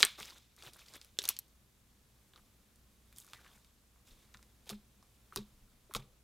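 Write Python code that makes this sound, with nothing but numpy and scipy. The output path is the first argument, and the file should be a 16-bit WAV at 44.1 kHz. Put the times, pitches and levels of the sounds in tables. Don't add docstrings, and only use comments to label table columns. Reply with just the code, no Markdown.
import sys
import numpy as np
from scipy import signal
from scipy.fft import rfft, irfft, next_fast_len
from scipy.io import wavfile
from scipy.ndimage import uniform_filter1d, map_coordinates

SR = 44100
rng = np.random.default_rng(int(sys.argv[2]) if len(sys.argv) > 2 else 0)


def boost(x):
    u = np.asarray(x, float) / 20
    return 10 ** u


def store_wav(level_fs):
    pcm = np.round(np.clip(np.atleast_2d(level_fs), -1, 1) * 32767)
    wavfile.write(sys.argv[1], SR, pcm.T.astype(np.int16))


N = 274743


def unit(x):
    return x / np.sqrt(np.mean(x ** 2) + 1e-20)


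def peaked(rows, db):
    return boost(db)[:, None] * rows / np.abs(rows).max(1, keepdims=True)


def along(points, hz):
    f, v = np.transpose(points)
    return np.interp(np.log(hz + 1), np.log(f + 1), v)


def coloured(x, spectrum):
    m = next_fast_len(N + 8192)
    gain = boost(along(spectrum, np.fft.rfftfreq(m, 1 / SR)))
    return irfft(rfft(x, m) * gain, m)[:N]


def wobble(rate):
    knots = rng.standard_normal(int(N * rate / SR) + 4)
    return map_coordinates(knots, [np.arange(N) * rate / SR])


def resonance(hz, centre_hz, sharpness):
    centre = centre_hz[:, None]
    damping = 1j * hz * centre / sharpness
    return damping / (centre ** 2 - hz ** 2 + damping)


def placed(s, wave):
    where = np.round(s * SR).astype(int)[:, None] + np.arange(wave.shape[1])
    return np.bincount(where.ravel(), wave.ravel(), N + SR)[:N]


# f/Hz, density/dB
AIR_SPECTRUM = [(12, -33), (20, -5.5), (60, -3.5), (81, -7.5), (124, -3.5), (160, -12), (211, -5.5),
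                (272, -14), (859, -23.5), (988, -23), (1830, -26), (11700, -28.5), (15000, -29.5),
                (16400, -32.5)]
# f/Hz, density/dB
APART_SPECTRUM = [(12, -29.5), (20, 2.5), (280, -9), (322, -9), (450, -11), (13800, -19.5), (16400, -28)]


def air():
    mains_hz = 60
    common = boost(-69 + 1.1 * wobble(2.1)) * unit(coloured(rng.standard_normal(N), AIR_SPECTRUM))
    hum = boost(-70.5 + 2.32 * wobble(8.4)) * np.sin(2 * np.pi * mains_hz * np.arange(N) / SR)
    apart = boost(-77.0) * unit(coloured(rng.standard_normal(N), APART_SPECTRUM))
    return common + hum + np.array([apart, -apart])


# f/Hz, t60/s
ROOM_DECAY = [(300, 0.74), (1500, .25), (3500, 0.41), (7000, 0.08), (14000, 0.076)]
# f/Hz, level/dB
ROOM_COLOUR = [(150, -39), (350, -2), (1500, -4.5), (3500, -5), (7000, -4.5), (14000, -14)]
# delay/s, level/dB
REFLECTIONS = [(.0022, -21.5), (.0035, -19), (.0046, -14.5), (.0087, -25.5)]


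def room(x):
    out, step = np.zeros(N + SR), SR // 10
    smear_decay = boost(-60 * np.arange(120) / SR / .0012)
    for start in range(0, N, step):
        hz, t, z = signal.stft(rng.standard_normal(SR // 4), SR, nperseg=128)
        hz = hz[:, None]
        fade = boost(along(ROOM_COLOUR, hz) - 60 * t / along(ROOM_DECAY, hz))
        fade += boost(12.0 - 60 * t * (1 + hz / 6000) / 0.077) * (hz > 500)
        tail = signal.istft(z * fade, SR, nperseg=128)[1]
        tail *= boost(-10.0) / np.linalg.norm(tail)
        for delay, db in REFLECTIONS:
            smear = rng.standard_normal(120) * smear_decay
            tail[round(delay * SR):][:120] += boost(db) * smear / np.linalg.norm(smear)
        wet = signal.fftconvolve(x[start:start + step], tail)
        out[start + 30:][:len(wet)] += wet
    return out[:N]


# f/Hz, t60/s
TABLE_MODES = [(208, 0.13), (130.85, 0.056), (29.56, 0.2018)]
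# t/s, rise/s, top level/dB, frame level/dB, sway level/dB
TABLE_PUSHES = [(0.027, 0.0052, -53, -47.5, -58), (0.201, 0.0091, -59, -48, -66),
                (0.661, 0.018, -74, -41, -65), (4.108, 0.011, -70.5, -58.5, -55.5),
                (4.345, 0.0064, -60.5, -57.5, -70), (4.707, 0.048, -25, -21, -47),
                (5.361, 0.011, -50, -37.5, -49), (5.38, 0.033, -31.5, -22.5, -44),
                (5.52, 0.042, -76, -71, -49), (5.6, 0.034, -71, -67, -47.5),
                (5.709, 0.034, -72.5, -62.5, -59), (5.82, 0.037, -69.5, -68, -56),
                (5.953, 0.0066, -45.5, -37, -46), (5.985, 0.019, -51, -29.5, -69.5),
                (6.015, 0.02, -60, -37.5, -68), (6.05, 0.024, -67, -43, -70),
                (6.091, 0.037, -70.5, -57, -58)]


def table_pushes():
    out, t = np.zeros(N + SR), np.arange(SR // 2) / SR
    for s, rise, *levels_db in TABLE_PUSHES:
        swell = 1 - np.exp(-(t / rise) ** 2)
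        ring = 0
        for db, (hz, t60) in zip(levels_db, TABLE_MODES):
            ring = ring + boost(db + 5 - 60 * t / t60) * np.sin(2 * np.pi * hz * t)
        out[round(s * SR):][:len(t)] += swell * ring
    return out[:N]


# f/Hz, t60/s
SUCTION_MODES = [(310, 0.03), (380, 0.059), (440, 0.02), (530, 0.027)]
# t/s, rise/s, level/dB
AIR_GULPS = [(0.029, 0.0034, -29.5), (0.197, 0.014, -36.5), (.66, 0.03, -45), (.94, .011, -60),
             (1.188, 0.001, -41.5), (1.212, 0.0082, -41.5), (1.251, 0.0021, -53), (1.288, .0032, -59),
             (2.368, 0.01, -50), (4.695, 0.0082, -34), (4.716, 0.011, -32), (4.745, .025, -39.5),
             (5.361, 0.0071, -32), (5.375, 0.0053, -31.5), (5.41, 0.017, -36), (5.895, 0.0038, -48.5),
             (5.949, 0.0092, -29), (5.982, 0.0034, -50), (6.01, .02, -53)]


def suction_gulps():
    out, t = np.zeros(N + SR), np.arange(SR // 2) / SR
    for s, rise, suction_db in AIR_GULPS:
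        swell = 1 - np.exp(-(t / rise) ** 2)
        luck = rng.standard_normal((len(SUCTION_MODES), 3))
        for (hz, t60), (pitch, size, phase) in zip(SUCTION_MODES, luck):
            fade = boost(suction_db - 3.5 + 3.2 * size - 60 * t / t60)
            gulp = fade * np.sin(2 * np.pi * hz * np.exp(.06 * pitch) * t + 2 * phase)
            out[round(s * SR):][:len(t)] += swell * gulp
    return out[:N]


# t/s, hold/s, release for 30 dB/s, level/dB, wetness/dB (squelch up, fizz down)
KNEADING_TEARS = [(0, 0.00096, 0.071, -39, 4), (0.03, 0.005, 0.11, -40.5, 2.5),
                  (.06, 0.0089, 0.2, -57.5, 0), (0.162, 0.06, 0.29, -55.5, 2),
                  (0.239, 0.074, 0.069, -63, 5.5), (.31, 0.024, 0.086, -80, 19),
                  (0.339, 0.045, 0.044, -69, 4.5), (.55, 0.092, 0.095, -66.5, 3),
                  (0.612, 0.076, 0.083, -61.5, 6), (.7, 0.072, 0.13, -71.5, 7.5),
                  (.77, 0.038, 0.32, -66, 3), (.84, 0.1, 0.088, -67, 1), (0.93, 0.034, 0.067, -61.5, 7),
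                  (0.999, 0.029, 0.26, -71.5, -0.5), (1.189, 0.02, 0.14, -60, -1.5),
                  (1.234, 0.0089, 0.11, -53, 6), (1.288, 0.0092, 0.085, -47, -0.5)]
# t/s, hold/s, release for 30 dB/s, level/dB, wetness/dB
POKING_TEARS = [(2.33, 0.064, 0.095, -81, 11.5), (3.14, 0.059, 0.29, -70, -8), (3.25, 0.11, .3, -70.5, 4),
                (3.333, 0.0082, 0.2, -69, -2), (3.338, 0.22, 0.17, -74.5, 7.5), (3.5, .05, 0.48, -76, -6),
                (4.04, 0.068, 0.34, -70, 1), (4.179, 0.027, .25, -74.5, 2.5),
                (4.345, 0.0055, 0.068, -82.5, 17.5), (4.659, 0.021, .05, -63.5, 6.5),
                (4.695, 0.0084, 0.06, -52, -2), (4.721, 0.013, 0.078, -69, 11),
                (5.325, 0.011, 0.098, -74.5, 13.5), (5.366, 0.0074, 0.069, -52, 1),
                (5.895, 0.034, 0.045, -75, 10), (5.95, 0.0041, 0.044, -45, -5.5),
                (5.985, 0.022, 0.13, -75, 9)]


def pulls():
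    rest_db, fizz_db, squelch_db = -83.5, -3, -2.5
    linger_db, linger = -22, 4.1
    release_speed = np.array([[1], [1.7], [1.7]])
    power = np.full((3, N + SR), boost(rest_db) ** 2)
    t = np.arange(SR) / SR
    for s, hold, release, db, wet_db in KNEADING_TEARS + POKING_TEARS:
        grip = np.minimum(1, t / (.003 + .4 * hold)) ** 2
        gone = np.maximum(0, t - hold) / release * release_speed
        shape = grip * (boost(-30 * gone) + boost(linger_db - 30 * gone / linger))
        levels_db = [[db], [db + fizz_db - wet_db], [db + squelch_db + wet_db]]
        power[:, round(s * SR):][:, :SR] += (boost(levels_db) * shape) ** 2
    return np.sqrt(power[:, :N])


def threads(spectrum, rate, spread_db, smooth, patchy_db):
    snap = rng.random(N) < rate / SR * boost(2.5 * wobble(90))
    size = rng.choice([-1, 1], N) * boost(spread_db * np.minimum(rng.exponential(1, N), 4))
    grains = unit(snap * size) + smooth * rng.standard_normal(N)
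    z = signal.stft(grains, nperseg=128)[2]
    field = uniform_filter1d(rng.standard_normal(z.shape), size=3, axis=0)
    field = uniform_filter1d(field, size=5, axis=1)
    patchy = signal.istft(z * boost(patchy_db * unit(field)), nperseg=128)[1][:N]
    return unit(coloured(patchy, spectrum))


# f/Hz, level/dB
CRACKLE_SPECTRUM = [(1400, -24.5), (2200, -6.5), (3000, -5), (3650, 0.5), (4500, -6.5), (6000, -7.5),
                    (10000, -21)]
# f/Hz, level/dB
FIZZ_SPECTRUM = [(4000, -25), (6800, 0), (9000, -2), (13000, -4.5), (15500, -8), (17000, -24)]
# f/Hz, level/dB
SQUELCH_SPECTRUM = [(180, -17.5), (330, -6), (700, -6.5), (1200, -3), (1900, -9), (2400, -8.5), (3200, -19)]


def tearing():
    crackle_gain, fizz_gain, squelch_gain = pulls()
    clumps = .55 * wobble(110)
    crackle = crackle_gain * boost(3 * clumps) * threads(CRACKLE_SPECTRUM, 2600, 2.6, 0.97, 2.6)
    fizz = fizz_gain * boost(1.5 * clumps) * threads(FIZZ_SPECTRUM, 2000, 3.4, .6, 2.2)
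    squelch = squelch_gain * boost(0.71 * clumps) * threads(SQUELCH_SPECTRUM, 2100, 2.5, 2.8, 5.2)
    return crackle + fizz + squelch


# t/s,
# f/Hz, level/dB, sharpness/1
SLIME_RINGS = [(.0002, 6800, -24, 0.32), (0.0154, 5570, -29, 1.5), (.0235, 7200, -18, 2.2),
               (0.0295, 2385, -8, 1.75), (0.0291, 3398, 0, 1.6), (0.031, 1480, -15, 2.05),
               (0.0506, 8530, -13, 4.2), (0.0504, 11700, -20, 3.2), (.207, 2100, -40.5, 4.5),
               (.2305, 3500, -42.5, 7.6), (.306, 4440, -41, 3.3), (.792, 1560, -51, 2.2),
               (.8, 4700, -51, 3), (.818, 2500, -50, 4.7), (.885, 4700, -45.5, 3.5),
               (1.171, 3140, -52, 2.3), (1.1883, 960, -47.5, 0.67), (1.1887, 2400, -40, 2.4),
               (1.1886, 3460, -20, 3.6), (1.29, 12470, -8.5, 2.6), (1.2889, 2890, -23, 1.8),
               (1.3897, 11500, -20.5, 3), (1.24, 4600, -34, 4), (1.2545, 3810, -27, 2.2),
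               (1.281, 7530, -44, 3), (1.2846, 1785, -36, 1.4), (1.3155, 5840, -37, 1.4),
               (3.218, 3700, -51.5, 4), (3.246, 1186, -59.5, 3.3), (3.278, 1244, -56, 1.9),
               (3.334, 1194, -41, 1.74), (3.392, 1510, -55, 3), (3.415, 1300, -58, 2),
               (3.447, 1890, -49.5, 1.4), (3.453, 1210, -60, 2.2), (3.576, 1537, -60, 4.8),
               (4.699, 3550, -37, 5), (4.708, 1200, -44.5, 3.2), (5.3242, 1288, -42.5, 3.5),
               (5.3614, 1075, -33, 2.5), (5.3728, 3840, -33.5, 6.6), (5.6, 1246, -70.5, 2.24),
               (5.676, 1256, -66.5, 2), (5.911, 1070, -47, 2.7), (5.9396, 1150, -47, 3.5),
               (5.95, 1160, -33.5, 6.1), (5.9505, 3900, -32.5, 6.7), (5.95, 2720, -33, 5),
               (1.1888, 5600, -27, 2.1), (1.1883, 7500, -20, 4.5), (1.1938, 6500, -27, 3),
               (1.1885, 1730, -41, 4), (1.208, 14000, -47, 2), (1.2186, 3040, -36.5, 3.3),
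               (1.2195, 5470, -35, 2.2), (1.2365, 12000, -46, 1), (1.25, 14500, -38, 2.5),
               (1.2745, 9000, -46, 1), (1.2897, 11460, -13, 3), (1.2896, 4870, -25, 3.7),
               (1.2941, 13800, -28, 5), (1.306, 13000, -28, 1.5), (3.3345, 2160, -49, 5.3),
               (3.334, 6900, -56, 2.1), (3.358, 2000, -54, 6.2), (3.362, 3800, -56, 4),
               (3.368, 1950, -55, 5.1), (3.378, 1900, -60, 5), (3.385, 1200, -60, 3), (3.404, 1700, -57, 2),
               (3.432, 1500, -60, 3), (3.47, 1700, -59, 5.2), (3.5, 3700, -61, 3), (3.515, 3300, -59, 6.5),
               (3.53, 3500, -59, 3.7), (4.3418, 7000, -45, 1.6), (4.345, 1890, -45.5, 2.1),
               (4.346, 3810, -47.5, 3.6), (4.3459, 1190, -47, 2.3), (4.351, 1420, -59, 6.3),
               (4.3925, 1200, -55.5, 1.4), (4.428, 2190, -55, 1.7), (4.6615, 10000, -55, 1),
               (4.676, 9500, -52, 0.85), (4.6775, 3500, -53, 1.9), (4.6935, 9000, -41, 2),
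               (4.707, 12500, -34, 2), (4.712, 4520, -45, 3), (4.718, 4500, -46, 2), (4.727, 4200, -51, 3),
               (5.366, 9000, -40, 1.04), (5.379, 4160, -47, 4.6), (5.388, 4000, -47, 5),
               (5.955, 380, -42, 2.1), (5.96, 500, -42, 3.5), (5.96, 14500, -35, 3.3),
               (5.973, 12000, -44, 1),
               (0.0394, 3200, -30, 4.9), (0.0494, 3430, -29, 1.5), (0.056, 8800, -26, 3),
              (.2243, 5000, -41, 2.5), (.2248, 8500, -41, 1.8), (0.251, 5000, -38, 3),
              (.257, 6500, -39, 2.2), (.3, 5500, -46, 3), (.322, 1000, -56.5, 4.5), (.346, 7500, -49, 1.94),
              (.622, 1500, -53, 2), (0.637, 8500, -46, 2), (.665, 3500, -43, 3.4), (.6725, 9000, -49, 1.5),
              (.673, 2830, -44, 4), (.7355, 4300, -48, 2.8), (.7357, 10000, -39, 1.5),
              (.7455, 8500, -47, 1.5), (.7538, 9000, -45, 1), (.761, 1500, -54, 3.3),
              (0.767, 10800, -45, 3), (.8595, 3000, -55, 1), (.953, 6500, -45, 2), (0.961, 3470, -53, 3.6),
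              (.967, 11400, -42, 2.2), (.978, 3500, -52, 5), (1.0137, 6000, -43, 1.2),
              (1.03, 4000, -53.5, .8), (1.056, 5523, -57, 2), (2.3357, 3470, -53.5, 3.5),
              (2.337, 1520, -59, 2.6), (2.36, 3900, -48.5, 3.5), (2.3606, 1300, -55, 2.9),
              (3.1273, 3690, -55.5, 3), (3.172, 5500, -48, 2.2), (3.1755, 11500, -47, 1.8),
              (3.198, 12950, -48, 2), (3.2013, 7480, -37, 1.5), (3.209, 12000, -43, 2),
              (3.247, 6540, -48, 1.54), (3.266, 10300, -48.5, 2.2), (3.311, 9500, -50.5, 1.46),
              (4.703, 882, -50, 4), (4.694, 14900, -33, 2), (.6252, 3300, -43, 3), (4.7, 14940, -42, 3),
              (1.3951, 12500, -40.5, 2), (0.0307, 7800, -19.5, 2)]


def ringing(size=1024):
    s, centre_hz, db, sharpness = np.transpose(SLIME_RINGS)
    hz = np.fft.rfftfreq(size, 1 / SR)
    wave = peaked(-irfft(resonance(hz, centre_hz, sharpness[:, None]) ** 2), db)
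    wave[:, size // 2:] = 0
    return placed(s, wave)


# t/s, pocket f/Hz, pocket level/dB, film f/Hz, film level/dB
KNEADED_POPS = [(.0045, 4870, -21.5, 7500, -23), (.0152, 5650, -26.5, 9200, -30),
                (.0233, 2800, -30.5, 7400, -26.5), (.0294, 2850, -26, 7600, -23),
                (.0503, 3600, -23.5, 10600, -17.5), (.069, 3530, -33.5, 10950, -34.5),
                (.2011, 3360, -41, 6500, -30.5), (.2295, 2940, -34, 7530, -65),
                (.6244, 4150, -39, 9700, -50.5), (.7339, 4390, -48, 8900, -44),
                (.938, 4300, -42, 7430, -40), (1.015, 4000, -39, 7050, -43.5),
                (1.0471, 3830, -50.5, 11200, -41), (1.1882, 4280, -19.5, 7040, -23.5),
                (1.2186, 3600, -36, 9100, -47.5), (1.2393, 4440, -36, 10000, -29.5),
                (1.2537, 5000, -29, 10500, -27.5), (1.2781, 6300, -27, 8220, -24),
                (1.2886, 4900, -19, 11800, -19.5), (1.2988, 3360, -41, 10960, -28.5),
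                (1.3663, 4300, -37, 6560, -35), (1.3895, 5050, -33.5, 11430, -26.5)]
# t/s, pocket f/Hz, pocket level/dB, film level/dB, hollow level/dB
POKED_POPS = [(2.336, 3480, -59, -68.5, -66), (2.36, 3960, -56.5, -69, -61), (2.377, 2790, -51, -63.5, -59),
              (3.1845, 3690, -47.5, -27, -61), (3.3339, 3700, -34, -44, -53), (3.3484, 2170, -49, -61, -64),
              (3.4634, 2683, -52, -62, -54), (3.96, 2330, -68.5, -75.5, -63),
              (4.3459, 2900, -53.5, -66, -56), (4.3718, 4860, -45.5, -70.5, -56.5),
              (4.428, 3600, -52, -47.5, -68), (4.659, 3900, -56, -52, -66), (4.6931, 4240, -27.5, -40, -48),
              (4.699, 5000, -37, -34.5, -47), (4.702, 4500, -34, -39, -45), (4.7068, 3160, -52, -49, -60),
              (5.027, 5130, -53, -59.5, -55), (5.325, 2680, -57, -72, -63),
              (5.3606, 4000, -24, -18.5, -38.5), (5.3743, 4490, -31.5, -49, -45),
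              (5.9115, 2276, -58, -73.5, -58), (5.9385, 3750, -37.5, -26, -46),
              (5.9495, 3150, -23, -26, -50), (5.9514, 5000, -46, -30.5, -37),
              (5.9557, 6000, -36, -33.5, -53), (5.9638, 4260, -37, -41.5, -37.5),
              (5.9652, 4220, -27, -36.5, -40)]
# t/s, pocket level/dB, film level/dB
BEAD_TICKS = [(.0098, -41, -34), (.2224, -59, -52), (.255, -48, -37), (.3076, -52.5, -60),
              (.3827, -53, -45), (.5646, -52, -45.5), (.6363, -43, -54), (.6649, -46, -57),
              (.7054, -57, -63), (.7664, -67, -50), (.793, -50, -46), (.8152, -52, -69),
              (.8627, -61, -44.5), (.8836, -47, -55), (.9125, -55, -68), (.9566, -53, -41),
              (1.068, -62, -60), (1.2282, -58, -34), (1.3062, -45, -39), (1.339, -56, -47),
              (1.4821, -68, -51), (2.7589, -62, -48), (3.127, -54, -46.5), (3.1304, -58, -55),
              (3.647, -49.5, -62.5), (4.0737, -53.5, -61), (4.0905, -59, -66), (4.3417, -49, -54.5),
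              (4.675, -52.5, -56), (5.3551, -76, -45)]


def pockets(count=14):
    peel = rng.standard_normal((count, 3))
    after = .0105 * (np.arange(count) + 0.083 * peel[:, 0])
    peel_film_db = -42.5 - 57 * after + 2 * peel[:, 1]
    peel_pocket_db = peel_film_db - 15 + 5 * peel[:, 2]
    ticks = BEAD_TICKS + list(zip(3.162 + after, peel_pocket_db, peel_film_db))
    luck = rng.standard_normal((len(POKED_POPS) + len(ticks), 2))
    pocket_hz = 4000 * np.exp(0.3128 * luck[:, 0])
    film_hz = 9200 * np.exp(0.25 * luck[:, 1])
    free = list(KNEADED_POPS)
    for (s, db, top_db), hz, top_hz in zip(ticks, pocket_hz[::-1], film_hz[::-1]):
        free.append((s, hz, db, top_hz, top_db))
    rows = []
    for s, hz, db, top_hz, top_db in free:
        hollow_db = db - 18 - 7 * np.log2(hz / 3000)
        rows.append((s, hz, top_hz, db, top_db, hollow_db))
    for (s, hz, db, top_db, hollow_db), top_hz in zip(POKED_POPS, np.clip(film_hz, 8000, 10500)):
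        rows.append((s, hz, top_hz, db, top_db, hollow_db))
    return np.transpose(rows)


def pops(size=1024):
    s, pocket_hz, film_hz, pocket_db, film_db, hollow_db = pockets()
    t, hz = np.arange(size) / SR, np.fft.rfftfreq(size, 1 / SR)
    luck = rng.standard_normal((len(s), size + 3))
    ragged = .1 * luck[:, 3:] * boost(-60 * t / (.004 * np.exp(.25 * luck[:, :1])))

    def later(delay, db):
        return boost(db) * np.exp(-2j * np.pi * hz * delay)

    cupped = ((s > 1.1) & (s < 1.45))[:, None]
    palm_stretch = np.exp(0.11 * luck[:, 2:3])
    palms = later(.00048 * palm_stretch, 3) + later(.0012 * palm_stretch, -5)
    rip = later(0.0011 * np.exp(0.27 * luck[:, 2:3]), -11)
    puff = rfft((t == 0) + ragged) * (1 + np.where(cupped, palms, rip))

    def rung(centre_hz, db, sharpness):
        return peaked(irfft(puff * resonance(hz, centre_hz, sharpness) ** 2), db)

    film = rung(film_hz, film_db, 1.05)
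    pocket = rung(pocket_hz, pocket_db, 1.15)
    hollow = rung(1250 * np.exp(0.31 * luck[:, 1]), hollow_db - 1.5, 1.3)
    wave = film - pocket + hollow
    wave[:, size // 2:] = 0
    return placed(s, wave)


def scene():
    burst, tear = pops() + ringing(), tearing()
    return burst + tear + room(burst + 0.13 * tear) + table_pushes() + suction_gulps() + air()


def low_pass(x):
    return signal.sosfilt(signal.butter(12, 16500, fs=SR, output="sos"), x)


# f/Hz, level/dB
MIC_RESPONSE = [(20, 0), (13000, 0), (15200, -1), (15800, -4.5), (16400, -17), (16900, -45)]


def record(dry):
    mix = np.array([coloured(channel, MIC_RESPONSE) for channel in dry])
    return low_pass(mix)


dry = scene()
out = record(dry)
store_wav(out)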